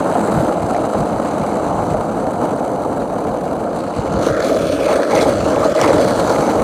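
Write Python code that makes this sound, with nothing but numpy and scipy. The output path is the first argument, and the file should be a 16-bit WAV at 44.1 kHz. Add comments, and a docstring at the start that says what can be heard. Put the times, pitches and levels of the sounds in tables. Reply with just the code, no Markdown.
"""Skateboard on rough asphalt

A skateboard rolls over rough, cracked asphalt, heard from a microphone in the rider's hand.
Random stone contacts shake resonances of the wooden deck, wheels, axles and trucks; cracks knock the deck.
Small stones tick as short decaying tones, and lumpy low noise makes the wind at the microphone port.
Later the microphone is turned down towards the board, and the sound grows brighter."""
import sys
import numpy as np
from scipy import signal
from scipy.fft import rfft, irfft
from scipy.io import wavfile

SR = 44100
rng = np.random.default_rng(int(sys.argv[2]) if len(sys.argv) > 2 else 0)


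def how_loud(loudness_db):
    """Turn decibels into a plain amplitude multiplier (0 dB gives 1, 20 dB gives 10)."""
    steps = np.asarray(loudness_db, float) / 20
    return 10 ** steps


def put_to_file(sound):
    """Save the sound as 16-bit audio at rate SR, in the file named by the first command-line argument."""
    columns = np.atleast_2d(sound).T  # one column per channel
    safe = np.clip(columns, -1, 1)
    whole_steps = np.round(safe * 32767)
    wavfile.write(sys.argv[1], SR, whole_steps.astype(np.int16))


N = 292383   # length in samples


def rms_one(x):
    """Scale to an rms (average strength) of 1."""
    return x / np.sqrt(np.mean(x ** 2) + 1e-20)


def in_time(rows):
    """Draw straight lines between the rows of a table, one curve for each column after the time."""
    s, *columns = np.transpose(rows)
    return [np.interp(np.arange(N) / SR, s, column) for column in columns]


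def swells(rows):
    """Smooth rise and fall in dB around the middle of each event."""
    out = np.zeros(N)
    for s, length_s, db in rows:
        first = max(0, round((s - length_s / 2) * SR))
        last = min(N, round((s + length_s / 2) * SR))
        i = np.arange(first, last)
        out[i] += db * np.cos(np.pi * (i / SR - s) / length_s) ** 2
    return out


def drift(rate_hz):
    """Slow random wandering of spread 1: noise twice through a one-pole low-pass."""
    r = np.exp(-2 * np.pi * rate_hz / SR)
    noise = rng.standard_normal(N + SR)
    settled = signal.lfilter([1], [1, -2 * r, r * r], noise)[SR:]   # skip the filter's first second
    return rms_one(settled)


def resonance(x, hz, width_hz):
    """Two-pole resonance with gain 1 on top."""
    r = np.exp(-np.pi * width_hz / SR)
    poles = [1, -2 * r * np.cos(2 * np.pi * hz / SR), r * r]
    return signal.lfilter([(1 - r * r) / 2, 0, (r * r - 1) / 2], poles, x)


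def high_pass(x, hz):
    """Gentle filter that keeps what lies above a pitch."""
    return signal.sosfilt(signal.butter(2, hz, "high", fs=SR, output="sos"), x)


def lift(x, centre_hz, lift_db, width_hz):
    """A gliding peak (or dip), cross-faded along a row of fixed resonances."""
    out, step = x.copy(), width_hz / 2
    for hz in np.arange(centre_hz.min() - step, centre_hz.max() + step, step):
        share = np.clip(1 - np.abs(centre_hz - hz) / step, 0, 1)
        out += share * (how_loud(lift_db) - 1) * resonance(x, hz, width_hz)
    return out


# Tone of the wind. Each row: pitch in Hz, relative level in dB.
WIND = [(18, -46), (30, -28), (52, -7), (129, -3), (200, -2.5), (260, -19), (440, -120)]
# Gusts (+) and lulls (-). Each row: middle in seconds, length in seconds, change of level in dB.
GUSTS = [(.01, 0.04, 3), (.2, 0.26, 1), (.38, 0.19, 15), (.65, 0.15, 9.5), (.83, 0.13, 4),
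         (1.0, 0.15, 10.5), (1.14, 0.11, 10), (1.41, 0.095, 8), (1.68, 0.068, 7), (1.83, 0.29, 8),
         (1.965, 0.15, 11.5), (2.15, 0.62, 3.5), (3.99, 0.073, 12), (4.14, 0.24, 12.5), (4.31, 0.094, 10),
         (4.65, 0.32, 5), (4.82, 0.088, 9), (5.06, 0.12, -16), (5.15, 0.086, 5), (5.26, .1, 3),
         (5.4, 0.69, 8), (5.59, 0.081, 6), (5.77, 0.084, -20), (5.83, 0.19, 8.5), (5.95, 0.13, 10.5),
         (6.17, 0.64, 8), (6.4, 0.073, 10.5), (6.61, 0.14, 12)]


def wind():
    """Lumpy low noise of air tumbling over the microphone port."""
    breeze_db = -30.5   # rms level before gusts and lulls
    hz, db = np.transpose(WIND)
    lumps = rng.standard_normal(N) * how_loud(1.35 * drift(28.0))
    log_hz = np.log(np.fft.rfftfreq(N, 1 / SR) + 1)
    shape = how_loud(np.interp(log_hz, np.log(hz), db, right=-90))
    return how_loud(breeze_db + swells(GUSTS)) * rms_one(irfft(rfft(lumps) * shape, N))


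# Wheels over small cracks and loose stones. Each row: start in seconds, relative level in dB, pitch in Hz.
TICKS = [(0.747, -14, 1900), (0.7478, -28, 3800), (0.7535, -20, 2300), (0.7926, -23, 3900),
         (2.2677, -26, 4200), (2.575, -24, 4300), (4.2657, -27, 6200), (4.4262, -11, 4300),
         (4.446, -10, 4350), (4.5461, -13, 4450), (4.725, -17, 3300), (4.8447, -18, 2600),
         (5.032, -4, 1570), (5.033, -17, 2380), (5.033, -22, 4700), (5.1093, -23, 2190), (5.152, -11, 3170),
         (5.1535, -7, 6050), (5.163, -15, 4300), (5.182, -10, 2600), (5.184, -19, 7000), (5.199, -9, 2200),
         (5.212, -10, 4900), (5.222, -18, 6000), (5.228, -12, 4200), (5.249, -18, 4000),
         (5.5604, -12, 2400), (5.6491, -21, 4400), (5.696, -20, 4600), (5.752, -16, 4200),
         (5.7645, -10.5, 4250), (5.771, -18, 4300), (5.7843, -23, 3100), (5.8137, -5, 3000),
         (5.8138, 0.5, 5800), (5.8138, -20, 14500), (5.846, -16, 3000), (5.877, -5.5, 2600),
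         (5.8795, -13, 4800), (5.897, -14, 5000), (5.9638, -15, 4570), (5.9963, -14, 4550),
         (6.108, -31, 4430), (6.361, -12, 2100)]


def ticks():
    """Each stone gives a short bright tick and a brief burst of rattle."""
    out, t = np.zeros(N + SR), np.arange(SR // 20) / SR
    noise = rng.standard_normal((len(TICKS), len(t)))
    for (s, db, hz), hiss in zip(TICKS, noise):
        ring_s = 0.00031 * max(1, 3600 / hz)      # duller stones ring longer
        rise_and_fall = (t / (2 * ring_s)) * np.exp(1 - t / ring_s)
        tick = np.sin(2 * np.pi * hz * t) * rise_and_fall
        rattle = resonance(resonance(hiss, hz, 4500), hz, 4500)
        burst = how_loud(-7.5) * rattle * np.exp(-t / 0.0022)
        out[round(s * SR):][:len(t)] += how_loud(db) * (tick + burst)
    return out[:N]


# Resonances of the wooden deck. Each row: pitch in Hz, width in Hz,
# relative level in dB with the microphone aimed ahead, relative level in dB aimed down.
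DECK = [(204.5, 104, -2, -16), (298.8, 69.7, -3, -1.5), (463, 94, -2.5, -3), (545.4, 70, -3.5, 1),
        (622, 57, -3, 0.5), (700, 70, -1.5, -17)]
# The deck's overtones. Each row: pitch in Hz, width in Hz, relative level in dB aimed ahead, in dB aimed down.
OVERTONES = [(808, 140, -3, 2.5), (993, 183, -9.5, 3.9)]
# Jolts that knock the deck. Each row: start in seconds, relative level in dB.
KNOCKS = [(0.153, 7.5), (0.28, 5), (0.473, 5), (0.745, 6), (0.7535, 2), (0.93, 3), (0.946, 2), (1.942, 6),
          (2.606, 1), (4.429, 2), (4.495, 0.5), (3.604, -1), (4.787, -1), (4.887, 2), (4.986, 6),
          (5.1305, 10), (5.226, 9.5), (5.2555, 8.5), (5.563, 3), (5.6518, 10.5), (5.751, -2), (5.812, 7),
          (5.834, 1), (5.88, 8), (6.548, 3)]


def knocks():
    """A short blow rings the deck, with new strengths each time; the rider's weight damps it fast."""
    knock_db, centre_hz, fall_db_per_octave = -11.5, 600, 12
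    rise_s, decay_s = .0015, .008
    out, t, modes = np.zeros(N + SR), np.arange(SR // 20) / SR, DECK + OVERTONES
    strengths_db = rng.normal(0, 4.1, (len(KNOCKS), len(modes)))
    shape = np.exp(-t / decay_s) * (1 - np.exp(-t / rise_s))
    for (s, db), row in zip(KNOCKS, strengths_db):
        ring = np.zeros(len(t))
        for (hz, _, ahead_db, _), own_db in zip(modes, row):
            fall_db = fall_db_per_octave * abs(np.log2(hz / centre_hz))
            ring += how_loud(ahead_db + own_db - fall_db) * np.sin(2 * np.pi * hz * t)
        ring *= shape
        out[round(s * SR):][:len(t)] += how_loud(db + knock_db) * ring / np.abs(ring).max()
    return out[:N]


def dips_at_knocks():
    """Around the start of each knock the deck's rolling noise dips briefly, so the knock stands out (in dB)."""
    depth_db, before_s, width_s = -9, .004, .005
    t, dip_db = np.arange(N) / SR, 0
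    for s, _ in KNOCKS:
        dip_db = dip_db + depth_db * np.exp(-((t - s + before_s) / width_s) ** 2)
    return dip_db


def jolts(per_s, spread_db):
    """Sizes of random stone contacts, a few much larger than the rest."""
    size = how_loud(spread_db * np.minimum(rng.exponential(1, N), 5))
    return size * (rng.random(N) < per_s / SR)


def body(contacts, modes, aim, patchy_db, smooth):
    """The same contacts shake every resonance, with random signs and a share of smooth noise."""
    out, power = 0, 0
    for hz, width_hz, ahead_db, down_db in modes:
        hits = rms_one(contacts) * rng.choice([-1, 1], N)
        shaken = hits + smooth * (1 + (hz / 9000) ** 2) * rng.standard_normal(N)
        for _ in range(3):   # steep skirts keep the valleys between resonances dark
            shaken = resonance(shaken, hz, 2 * width_hz)
        gain = how_loud(ahead_db + aim * (down_db - ahead_db)) * np.sqrt(width_hz)
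        patches = how_loud(patchy_db * (0.2 * drift(23.0) + drift(35.0)))
        out = out + gain * patches * rms_one(shaken)
        power = power + gain ** 2
    return out / np.sqrt(power)


# Resonances of the wheels. Each row: pitch in Hz, width in Hz,
# relative level in dB with the microphone aimed ahead, relative level in dB aimed down.
WHEELS = [(1252, 243, 6, 3), (1550, 334, -9, -0.5)]
# Resonances of the axles. Each row: pitch in Hz, width in Hz, relative level in dB aimed ahead, in dB aimed down.
AXLES = [(2150, 336, 2, 3.5), (2600, 610, -2, -6), (3000, 230, -3.5, 0)]
# Rattle of the trucks. Each row: pitch in Hz, width in Hz, relative level in dB aimed ahead, in dB aimed down.
TRUCKS = [(3385, 184, -3.5, 7), (3935, 470, 4, -2), (4300, 850, 2, -0.5), (5400, 1100, -5, -5.5),
          (6160, 460, 4, -3), (7000, 470, -4, -6), (7660, 1380, 0, -9), (8880, 710, -5.5, -5.5),
          (9440, 2270, 0, -14), (11100, 1900, -18, -18), (12250, 1600, -9, -14), (13600, 1400, -25, -19),
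          (14900, 1200, -7, -18)]


def rolling(levels_db, aim):
    """Stones shake the board; rough patches swell wheels, axles and rattle most, the deck least."""
    patches_db = 0.43 * drift(26.0) + 2.25 * drift(112.0)
    thuds, grit = jolts(2500, 2.4), jolts(9000, 2.87)
    dips = how_loud(dips_at_knocks())
    parts = [body(thuds * how_loud(0.2 * patches_db), DECK, aim, patchy_db=0.25, smooth=0.31) * dips,
             body(thuds * how_loud(0.38 * patches_db), OVERTONES, aim, patchy_db=0.0, smooth=0.34) * dips,
             body(thuds * how_loud(1.2 * patches_db), WHEELS, aim, patchy_db=0.2, smooth=0.37),
             body(grit * how_loud(1.07 * patches_db), AXLES, aim, patchy_db=2.2, smooth=0.32),
             body(grit * how_loud(patches_db), TRUCKS, aim, patchy_db=1.1, smooth=0.12)]
    return sum(how_loud(db) * part for db, part in zip(levels_db, parts))


# Loudness of the roll, set by speed and distance to the board. 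Each row: time in seconds, level in dB.
ROLL = [(0, -14.5), (.33, -13.5), (.6, -15.5), (1.05, -16), (1.6, -16), (2.1, -16.5), (2.9, -17),
        (3.6, -17), (4.0, -21), (4.2, -16), (4.52, -12), (4.68, -17), (4.93, -11), (5.07, -15), (5.26, -11),
        (5.37, -15.5), (5.55, -12.5), (5.7, -13), (5.98, -9), (6.15, -14), (6.63, -11.5)]
# Coarser (+) or smoother (-) road. Each row: middle in seconds, length in seconds, coarseness in dB.
STRETCHES = [(.63, 0.024, 8), (1.02, 0.26, 2.5), (1.15, 0.042, 0), (2.44, 0.095, 6.5), (2.855, 0.036, 8),
             (3.005, 0.032, 7.5), (3.19, 0.022, 8), (3.7, 0.18, -5), (3.79, 0.17, 4.5), (3.98, 0.2, 5),
             (4.26, 0.16, 9), (4.34, 0.2, -5.5), (4.46, 0.088, 5.5), (4.73, 0.069, 7.5), (5.115, .05, 8),
             (5.165, 0.08, 12), (5.218, 0.064, 10), (5.241, 0.014, -5), (5.65, 0.12, 2.5),
             (5.735, 0.023, -14), (5.845, 0.14, 5.5), (6.0, 0.039, 6), (6.08, .06, 4), (6.2, 0.065, 3),
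             (6.3, 0.17, 4.5)]
# One row each for deck, overtones, wheels, axles, rattle. Each row: dB over the roll aimed ahead,
# dB over the roll aimed down, share of the coarseness felt, share of the clearer path.
PARTS = [(-0.5, 0.57, 0.26, 0.009), (-8, -14.5, 0.67, 0.18), (-15, -17.5, 0.31, 0.4),
         (-30, -30, 0.48, 0.62), (-27, -26, 0.69, 0.73)]
# The deck's hum briefly drops. Each row: middle in seconds, length in seconds, change in dB.
HUSHES = [(2.95, 0.044, -2), (4.33, 0.075, -2.5), (4.77, 0.015, -9), (5.246, 0.0079, -2), (5.74, 0.027, -8)]
# The band above the hum hollows out (-) or fills (+) as the microphone moves.
# Each row: middle in seconds, length in seconds, change in dB.
HOLLOWS = [(1.75, 0.23, 6), (3.84, .15, -2), (4.36, 0.51, -7.5), (4.55, 0.44, -7), (4.75, 0.35, -12),
           (4.97, 0.14, -5.5), (5.06, 0.21, -5), (5.22, 0.19, -9), (5.38, 0.16, -10), (5.63, 0.058, 5),
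           (5.72, 0.18, -9), (5.79, 0.044, -2), (5.95, .08, -3), (6.04, 0.17, -7)]


def part_levels(aim, clear_db):
    """Level in dB of each part of the board, from the speed, the road and the microphone's aim."""
    roll_db, = in_time(ROLL)
    coarse_db = swells(STRETCHES)
    levels_db = []
    for ahead_db, down_db, felt, seen in PARTS:
        aimed_db = ahead_db + aim * (down_db - ahead_db)
        levels_db.append(roll_db + aimed_db + felt * coarse_db + seen * clear_db)
    deck, overtones, *metal = levels_db
    return [deck + swells(HUSHES), overtones + swells(HOLLOWS), *metal]


def near_echo(x, aim):
    """Turned down, the microphone hears more of a short echo off the rider; its wandering lag sweeps a comb."""
    lag = SR * 0.000576 * how_loud(3.03 * drift(0.99))   # in samples
    bright = high_pass(x, 1500)
    late = np.interp(np.arange(N) - lag, np.arange(N), bright)
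    return x + 0.37 * aim * late


# A middle band swells (+) or sinks (-) and glides at each swing of the microphone.
# Each row: middle in seconds, length in seconds, start pitch in Hz, end pitch in Hz, change in dB.
SWINGS = [(.25, 0.94, 1690, 1750, 3.5), (1.4, 1.0, 1900, 2300, 3), (2.5, 0.99, 2700, 2700, -3.5),
          (3.98, 0.81, 2500, 3100, 5), (4.28, 0.1, 1300, 1500, 2), (4.376, 0.35, 2000, 2300, 9.5),
          (4.37, 0.2, 1400, 1650, 7), (4.608, 0.28, 1650, 1750, -3), (4.744, 0.9, 2400, 2680, 10),
          (4.984, .1, 2650, 2700, -9), (5.035, 0.49, 1250, 2000, 6.5), (5.177, 0.22, 2100, 2250, 8),
          (5.38, 0.41, 2500, 2700, 6), (5.643, 0.24, 1050, 1550, 6), (5.828, 0.29, 2000, 2130, 12.5),
          (6.472, 0.17, 2290, 2350, 6), (6.598, 0.043, 2150, 2150, 13.5)]


def swinging(x):
    """Each swing lifts or cuts a band that glides from its start pitch to its end pitch."""
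    glide_share = .3   # the glide lasts this share of the swing on each side of its middle
    out, t = x.copy(), np.arange(N) / SR
    for s, length_s, start_hz, end_hz, db in SWINGS:
        near = np.abs(t - s) < length_s / 2
        half_s = glide_share * length_s
        centre_hz = np.interp(t[near], [s - half_s, s + half_s], [start_hz, end_hz])
        swell_db = swells([(s, length_s, db)])[near]
        out[near] = lift(out[near], centre_hz, swell_db, width_hz=380)
    return out


# One ring of the trucks stands out for a while. Each row: middle in seconds, length in seconds, lift in dB.
RINGING = [(3.85, 0.72, 5.1), (4.17, 0.11, 7.5), (4.7, 0.26, 8.1), (5.38, 0.25, 4), (6.1, 0.48, 4.6),
           (6.45, .3, 2.1)]


def ringing(x):
    """A resonance at a fixed pitch brings out one ring of the trucks."""
    return x + (how_loud(swells(RINGING)) - 1) * resonance(x, hz=4400, width_hz=460)


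# Fixed bands of the rolling sound swell (+) or sink (-) for a moment.
# Each row: middle in seconds, length in seconds, pitch in Hz, change in dB.
SHADES = [(.25, .35, 7800, 4), (.25, .5, 6200, -4), (.4, .25, 12000, 5), (.27, .22, 210, 5),
          (5.52, .2, 1050, 3), (3.4, .8, 2800, 2), (4.35, .16, 3100, -6), (5.85, .12, 1000, 4),
          (4.66, .16, 1950, -7), (4.9, .14, 3400, 5), (4.9, .3, 3020, -6), (5.02, .16, 2750, -5),
          (5.5, .12, 640, 3), (5.66, .2, 300, -6), (5.69, .1, 560, 3), (5.79, .12, 580, 7),
          (5.78, .12, 300, -7), (5.5, .3, 1950, -4)]
# The echo off the road cancels a band that drifts with the microphone's height.
# Each row: time in seconds, pitch in Hz, change in dB (mostly a cut).
ROAD_NOTCH = [(0, 5400, -8), (.7, 5560, -8), (1.5, 5260, -6), (2.3, 5330, -6), (3.0, 5250, -9),
              (3.8, 5500, -3), (4.15, 5400, -3.5), (4.3, 5400, 2), (6.63, 5270, -2.5)]


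def shading(x):
    """Fixed bands swell or sink for a moment; the road's echo mostly darkens a drifting band."""
    out = x.copy()
    for s, length_s, hz, db in SHADES:
        out += (how_loud(swells([(s, length_s, db)])) - 1) * resonance(x, hz, width_hz=0.13 * hz)
    return lift(out, *in_time(ROAD_NOTCH), width_hz=570)


def hand(x, cupping, hollow_hz):
    """The hand shades the top treble, and its hollow lifts a band that moves as the grip turns."""
    open_top_db, cupped_top_db = 1.5, -12.5
    open_lift_db, cupped_lift_db = 1, 6
    top_db = open_top_db + cupping * (cupped_top_db - open_top_db)
    lift_db = open_lift_db + cupping * (cupped_lift_db - open_lift_db)
    top = high_pass(x, 7000)
    low = signal.sosfilt(signal.butter(2, 7000, "low", fs=SR, output="sos"), x)
    shaded = low - how_loud(top_db) * top       # the two halves are opposite in sign where they meet
    return lift(shaded, hollow_hz, lift_db, width_hz=1040)


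# The microphone in the hand. Each row: time in seconds, aim from 0 (ahead) to 1 (down at the board),
# cupping of the hand from 0 to 1, hollow of the hand in Hz, clearer path to the trucks in dB.
AIM = [(0, 0.086, .6, 8000, 2.5), (.18, 0.062, 0.4, 7740, 3), (.42, 0.16, 0.45, 7800, 4),
       (.52, 0.023, 0.53, 7750, 1.5), (1.5, 0.064, 0.6, 7650, 3), (2.3, .02, 0.35, 7800, -1.5),
       (3.6, 0.17, 0.22, 8000, -3.5), (3.85, 0.17, 0.6, 8160, 2), (4.1, 0.11, 0.85, 7000, 5),
       (4.3, 0.51, 0.5, 5960, 4), (4.5, 0.76, 0, 5200, 1.5), (4.65, 0.72, 0.1, 9300, 5),
       (5.05, 0.77, 0.5, 8950, 3.5), (5.3, 0.53, 0.54, 8600, 7.5), (5.45, 0.36, 0.85, 7000, 8),
       (5.6, 0.63, 0.36, 7000, 3), (5.72, 0.78, 0.44, 7000, 7), (5.95, 0.43, 0.6, 8600, 4),
       (6.15, 0.52, 0.4, 8760, 9), (6.3, 0.3, 0.5, 6150, 7), (6.45, 0.18, .45, 6250, 7),
       (6.63, 0.21, 0.3, 7300, 0)]


def scene():
    """All sources at the hand-held microphone."""
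    aim, cupping, hollow_hz, clear_db = in_time(AIM)
    aim = np.clip(aim, 0, 1)
    board = rolling(part_levels(aim, clear_db), aim)
    board = swinging(near_echo(board, aim))
    board = ringing(board)
    held = hand(shading(board), cupping, hollow_hz)
    return (held + ticks() + knocks() + wind())[None]


def low_pass(x):
    """Removes everything above the highest recorded frequency."""
    return signal.sosfilt(signal.butter(12, 15780, fs=SR, output="sos"), x)


def record(dry):
    """The microphone hisses faintly at the top and drops the deepest bass; peaks are rounded, the top cut."""
    hiss = high_pass(rng.standard_normal(dry.shape), 9700)
    thin = high_pass(dry + how_loud(-72) * hiss, 33)
    rounded = np.tanh(thin / 1.33)
    top_cut = signal.cheby2(12, 60, 16600, fs=SR, output="sos")
    return low_pass(1.048 * signal.sosfilt(top_cut, rounded))


dry = scene()
out = record(dry)
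put_to_file(out)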